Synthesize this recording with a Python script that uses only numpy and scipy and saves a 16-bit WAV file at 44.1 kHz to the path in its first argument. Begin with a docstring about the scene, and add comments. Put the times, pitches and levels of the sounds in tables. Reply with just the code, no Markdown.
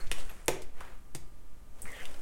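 """A plastic glue gun clicks in the hand, is set down on a craft table and settles on its wire stand.
Fingers then tick and brush, with short rough squeals as the hand slides across the mat towards a bottle.
Hard contacts are smeared clicks, struck modes and dying noise; ticks, rubs and squeals are shaped noise.
A small room answers the contacts and squeals, over a low rumble, a faint hum and a faint hiss."""
import sys
import numpy as np
from scipy import signal
from scipy.fft import rfft, irfft
from scipy.io import wavfile
from scipy.ndimage import uniform_filter1d

SR = 44100
rng = np.random.default_rng(int(sys.argv[2]) if len(sys.argv) > 2 else 0)


def bounce(signal):
    """Save signal as a 16-bit WAV file at the path given by the first command-line argument."""
    frames = np.transpose(np.atleast_2d(signal))
    limited = np.clip(frames, -1, 1)
    pcm = np.round(limited * 32767).astype(np.int16)
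    wavfile.write(sys.argv[1], SR, pcm)


N = 97725  # length [samples]
T = np.arange(N) / SR  # time [s]
EDGES = np.geomspace(20, 17500, 25)  # band edges [Hz]
CENTRES = np.sqrt(EDGES[1:] * EDGES[:-1])
BANK = [signal.butter(2, pair, "band", fs=SR, output="sos") for pair in zip(EDGES, EDGES[1:])]


def amp(db):
    """Decibels to gain."""
    return 10 ** (np.asarray(db) / 20)


def unit(x):
    """Scale to rms 1."""
    return x / np.sqrt(np.mean(x ** 2) + 1e-20)


def dying(t60):
    """Exponential decay from 1, down 60 dB after t60 seconds."""
    return np.exp(-np.minimum(np.log(1000) * T / t60, 60))


def per_band(points):
    """Read a table over frequency at each band's centre."""
    hz, value = np.transpose(points)
    return np.interp(np.log(CENTRES), np.log(hz), value)


def bands(spectrum):
    """Coloured noise split into bands whose sum has rms 1."""
    white = rng.standard_normal((2, N))  # neighbouring bands take different noise
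    gains = amp(per_band(spectrum))
    split = np.array([gain * signal.sosfilt(sos, white[k % 2])
                      for k, (sos, gain) in enumerate(zip(BANK, gains))])
    # reversed in time, so that the filters' build-up lies at the end
    return split[:, ::-1] / split.sum(0).std()


def noise(spectrum):
    """Coloured noise, rms 1."""
    return bands(spectrum).sum(0)


def resonant_noise(hz, width_hz):
    """Noise in one band centred on a resonance, rms 1."""
    low = np.hypot(hz, width_hz / 2) - width_hz / 2
    high = min(low + width_hz, EDGES[-1])
    sos = signal.butter(2, [low, high], "band", fs=SR, output="sos")
    return unit(signal.sosfilt(sos, rng.standard_normal(N)))


def delayed(x, s):
    """Start a sound s seconds later."""
    return np.concatenate([np.zeros(max(int(s * SR), 0)), x])[:N]


def ring(modes):
    """Struck modes: decaying sines with alternating signs."""
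    out = np.zeros(N)
    for k, (hz, db, t60) in enumerate(modes):
        sign = -(-1) ** k
        out += sign * amp(db) * dying(t60) * np.sin(2 * np.pi * hz * T)
    return out


def crack(spectrum, db, t60):
    """Modes too crowded to tell apart: a dying burst of noise."""
    return amp(db) * dying(t60) * noise(spectrum)


def snap(spectrum):
    """One hard click, coloured by the shell and smeared by a few round trips inside it."""
    bin_hz = np.arange(N // 2 + 1) * SR / N
    log_gain = np.log(amp(np.interp(bin_hz, CENTRES, per_band(spectrum))))
    # minimum phase by way of the cepstrum: nothing sounds before the hit
    cepstrum = irfft(log_gain, N)
    cepstrum[0] /= 2
    click = irfft(np.exp(2 * rfft(cepstrum[:N // 2], N)), N) + 1e-18
    share = 0.62  # part that comes back on each round trip
    for ms in np.geomspace(.12, .45, num=3):
        loop = np.r_[1, np.zeros(int(ms * SR / 1000)), share]
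        click = signal.lfilter(loop[::-1], loop, click)  # allpass: smears, keeps the colour
    return click


def glue_gun():
    """Each contact snaps and rings the shell, stand, table and frame; the heavy top swells a little later."""
    # the gun's contacts: (time [s], then the relative level [dB] of each layer:
    # plastic shell, hard crack, table top, wire stand, table frame)
    gun_contacts = [(.1150, -14, -15, -46, -23.5, -77), (0.4815, -12.5, 3.5, -16, -23.5, -31),
                    (0.6197, -42, -23, -59, -37.5, -56), (0.806, -37, -32, -50, -40.5, -56),
                    (1.149, -43, -16.5, -44, -27.5, -37.5)]
    # struck modes of each part: (frequency [Hz], relative level [dB], t60 [s])
    shell_modes = [(1916, -9.5, 0.0091), (2535, -11.5, 0.013), (2970, -7, 0.0078), (3620, -17.5, 0.016),
                   (5560, -13.5, 0.006), (8000, -34, 0.0067), (10240, -15, 0.0078)]
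    top_modes = [(316, -7.5, 0.032), (380, -14, 0.22), (395, -6.5, 0.044), (454, -2.5, 0.049),
                 (529, -17, 0.15), (604, -11, 0.072), (711, -7, 0.049), (871, -9, 0.035)]
    stand_modes = [(4820, -18, 0.023), (6880, -22.5, 0.087), (7650, -16.5, 0.042), (8500, -22, 0.029),
                   (9220, -12, 0.027)]
    frame_modes = [(133.6, -4, 0.23), (282, -1.5, 0.032), (345, -1, 0.038)]
    # colour of each part's crowded, quickly dying modes: (frequency [Hz], relative level [dB per Hz])
    crack_colour = [(300, -12), (1300, -1), (2600, 0.5), (4300, -11), (6000, 0.5), (10000, -1),
                    (13000, -11), (16000, -17.5)]
    thud_colour = [(100, 4), (250, -2.5), (450, 4), (850, -5.5), (3000, -14), (8000, -28)]
    rattle_colour = [(500, -1.5), (1200, -6), (4300, -5.5), (8000, -4.5), (11000, -7.5), (16000, -38)]

    shell, top, stand, frame = ring(shell_modes), ring(top_modes), ring(stand_modes), ring(frame_modes)
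    click = snap(crack_colour)
    swell = 1 - dying(0.011)
    out = np.zeros(N)
    for s, shell_db, crack_db, top_db, stand_db, frame_db in gun_contacts:
        thud = crack(thud_colour, db=-5.5, t60=0.044) + crack(thud_colour, db=-21.5, t60=0.27)
        rattle = crack(rattle_colour, db=-12.0, t60=0.071)
        blow = (amp(shell_db) * shell
                + amp(crack_db) * click
                + amp(top_db) * swell * (top + thud)
                + amp(stand_db) * (stand + rattle)
                + amp(frame_db) * frame)
        out += delayed(blow, s)
    return out


def ticks():
    """Light contacts of fingers, nails and loose parts, each a short noise burst in one resonance."""
    # (time [s], starting level [dB], centre [Hz], width [Hz], t60 [s])
    light_contacts = [(.003, -46.5, 4290, 150, 0.08), (0.07, -49, 3060, 3550, 0.053),
                      (0.062, -36, 60, 39.3, 0.17), (.295, -45.5, 11550, 400, 0.045),
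                      (0.294, -45, 1800, 1910, 0.047), (0.4593, -38.5, 8900, 2500, 0.01),
                      (.806, -42.5, 1150, 600, 0.11), (1.8191, -31, 10900, 7450, 0.0059),
                      (1.8196, -40.5, 8500, 1400, 0.083), (1.84, -41.5, 99, 129, 0.075),
                      (1.855, -41, 1700, 850, 0.03), (1.9191, -41, 8400, 4500, 0.0076),
                      (1.954, -49, 9300, 2500, 0.0065), (2.054, -33.5, 2930, 890, 0.013),
                      (2.0548, -36, 7000, 5800, 0.0073), (2.142, -48, 1580, 3150, 0.027)]
    out = np.zeros(N)
    for s, db, hz, width_hz, t60 in light_contacts:
        burst = amp(db) * dying(t60) * resonant_noise(hz, width_hz)
        out += delayed(burst, s)
    return out


def squeals():
    """Short rough squeals as the hand slides across the mat: narrow noise bands that glide in pitch."""
    # (start [s], length [s], start pitch [Hz], end pitch [Hz], roughness width [Hz], level [dB])
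    glides = [(1.866, .04, 2000, 2060, 340, -51.5), (1.905, 0.057, 1930, 2020, 280, -50),
              (1.965, .08, 1750, 1850, 550, -50), (1.925, .14, 3000, 2750, 800, -55)]
    out = np.zeros(N)
    for s, length, start_hz, end_hz, width_hz, db in glides:
        progress = np.clip((T - s) / length, 0, 1)
        glide_hz = start_hz + (end_hz - start_hz) * progress
        phase = 2 * np.pi * np.cumsum(glide_hz) / SR
        # slow noise on both quadratures widens the tone into a rough band
        lowpass = signal.butter(2, width_hz / 2, fs=SR, output="sos")
        waver = signal.sosfilt(lowpass, rng.standard_normal((2, N)))
        tone = unit(waver[0] * np.cos(phase) + waver[1] * np.sin(phase))
        arch = 2 * np.sqrt(progress * (1 - progress))  # silent at both ends, 1 in the middle
        out += amp(db) * arch * tone
    return out


def snags():
    """Brief random jumps in friction, each dying away, which make the rubbing uneven."""
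    snags_per_s, jump_db, t60_s = 110, 2, .012
    jumps = (rng.random(N) < snags_per_s / SR) * rng.random(N)
    return unit(1 + amp(jump_db) * signal.fftconvolve(jumps, dying(t60_s))[:N])


def rubbing():
    """Skin on plastic and mat: strokes of grainy friction, with a rasping resonance and a hiss."""
    # strokes: (start [s], rise [s], hold [s], fall [s], body level before grain and snags [dB],
    # rasp centre [Hz], rasp width [Hz], rasp level before both [dB], hiss level before both [dB])
    strokes = [(-.03, 0.012, 0.017, 0.14, -55, 1650, 1060, -55.5, -59.5),
               (.14, 0.055, 0.0081, 0.04, -49, 3100, 1700, -52.5, -53),
               (0.083, 0.044, 0.086, 0.34, -55.5, 1730, 1640, -58, -59),
               (0.725, 0.09, 0.018, 0.19, -56.5, 1100, 1650, -54.5, -69),
               (1.721, 0.19, 0.14, 0.39, -53, 1850, 2400, -63, -60.5)]
    # colours of the friction: (frequency [Hz], relative level [dB per Hz])
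    body_colour = [(80, -1.5), (200, -4), (450, 5.5), (2000, -7.5), (3200, -14.5), (4500, -19)]
    hiss_colour = [(1000, -40), (4500, -7.5), (6000, 4.5), (7000, -8), (8700, 0.5), (11500, -29),
                   (16000, -12.5)]

    body, hiss, out = noise(body_colour), noise(hiss_colour), np.zeros(N)
    for s, rise, hold, fall, db, hz, width_hz, rasp_db, hiss_db in strokes:
        stroke = np.interp(T, s + np.cumsum([0, rise, hold, fall]), [0, 1, 1, 0])
        # each stroke takes another stretch of the same noise
        friction = np.roll(amp(db) * body + amp(hiss_db) * hiss, rng.integers(N))
        rasp = amp(rasp_db) * resonant_noise(hz, width_hz)
        out += stroke * (friction + rasp)
    grain_db, grains_per_s = 0.5, 850
    grain = unit(uniform_filter1d(rng.standard_normal(N), max(int(SR / grains_per_s), 1)))
    return out * amp(grain_db * grain) * snags()


def room(x):
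    """A few near echoes, then a diffuse noise tail that dies band by band."""
    # nearby surfaces: (delay [s], level [dB])
    surfaces = [(.0059, -14), (.0087, -16.5), (0.0112, -20)]
    # colour of the tail: (frequency [Hz], relative level [dB per Hz])
    tail_colour = [(100, 4.5), (400, 1), (1000, 0), (4300, -0.5), (10000, -3), (16000, 6)]
    # decay of the tail: (frequency [Hz], t60 [s])
    tail_t60 = [(2500, 0.44), (8000, 0.34), (16000, 0.12)]
    tail_db, gap_s = -9, .006

    tail = sum(band * dying(t60) for band, t60 in zip(bands(tail_colour), per_band(tail_t60)))
    tail = delayed(tail / np.linalg.norm(tail), gap_s)
    echoes = sum(amp(db) * delayed(x, s) for s, db in surfaces)
    return echoes + amp(tail_db) * signal.fftconvolve(x, tail)[:N]


def background():
    """Room air, a faint hum and a slow draught on the microphone, louder at the start."""
    # colour of the room air: (frequency [Hz], relative level [dB per Hz])
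    air_colour = [(25, 1.5), (60, -8), (90, -17.5), (200, -18.5), (400, -25), (2000, -36), (4500, -43),
                  (8500, -40.5), (15500, -46.5)]
    # steady hum tones: (frequency [Hz], rms level [dB])
    hum_tones = [(60, -62), (1200, -76)]
    air_db, draught_db, draught_cutoff_hz = -53.5, -34.5, 5.58
    boost_db, boost_s = 15.5, 0.39  # the draught is louder at the start and settles over this time

    air = amp(air_db) * noise(air_colour)
    lowpass = signal.butter(2, draught_cutoff_hz, fs=SR, output="sos")
    draught = unit(signal.sosfilt(lowpass, rng.standard_normal(N)))
    boost = boost_db * np.exp(-(T / boost_s) ** 2)
    hum = sum(amp(db) * np.sqrt(2) * np.sin(2 * np.pi * hz * T) for hz, db in hum_tones)
    return air + amp(draught_db + boost) * draught + hum


def scene():
    """Contacts and squeals with the room's answer, rubbing and background, heard by one microphone."""
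    contacts = glue_gun() + ticks() + squeals()
    return (contacts + room(contacts) + rubbing() + background())[None]


def record(dry):
    """A steep lowpass cuts the top of the spectrum."""
    cutoff_hz = 16700  # 60 dB down from here up
    return signal.sosfilt(signal.cheby2(16, 60, cutoff_hz, fs=SR, output="sos"), dry)


dry = scene()
out = record(dry)
bounce(out)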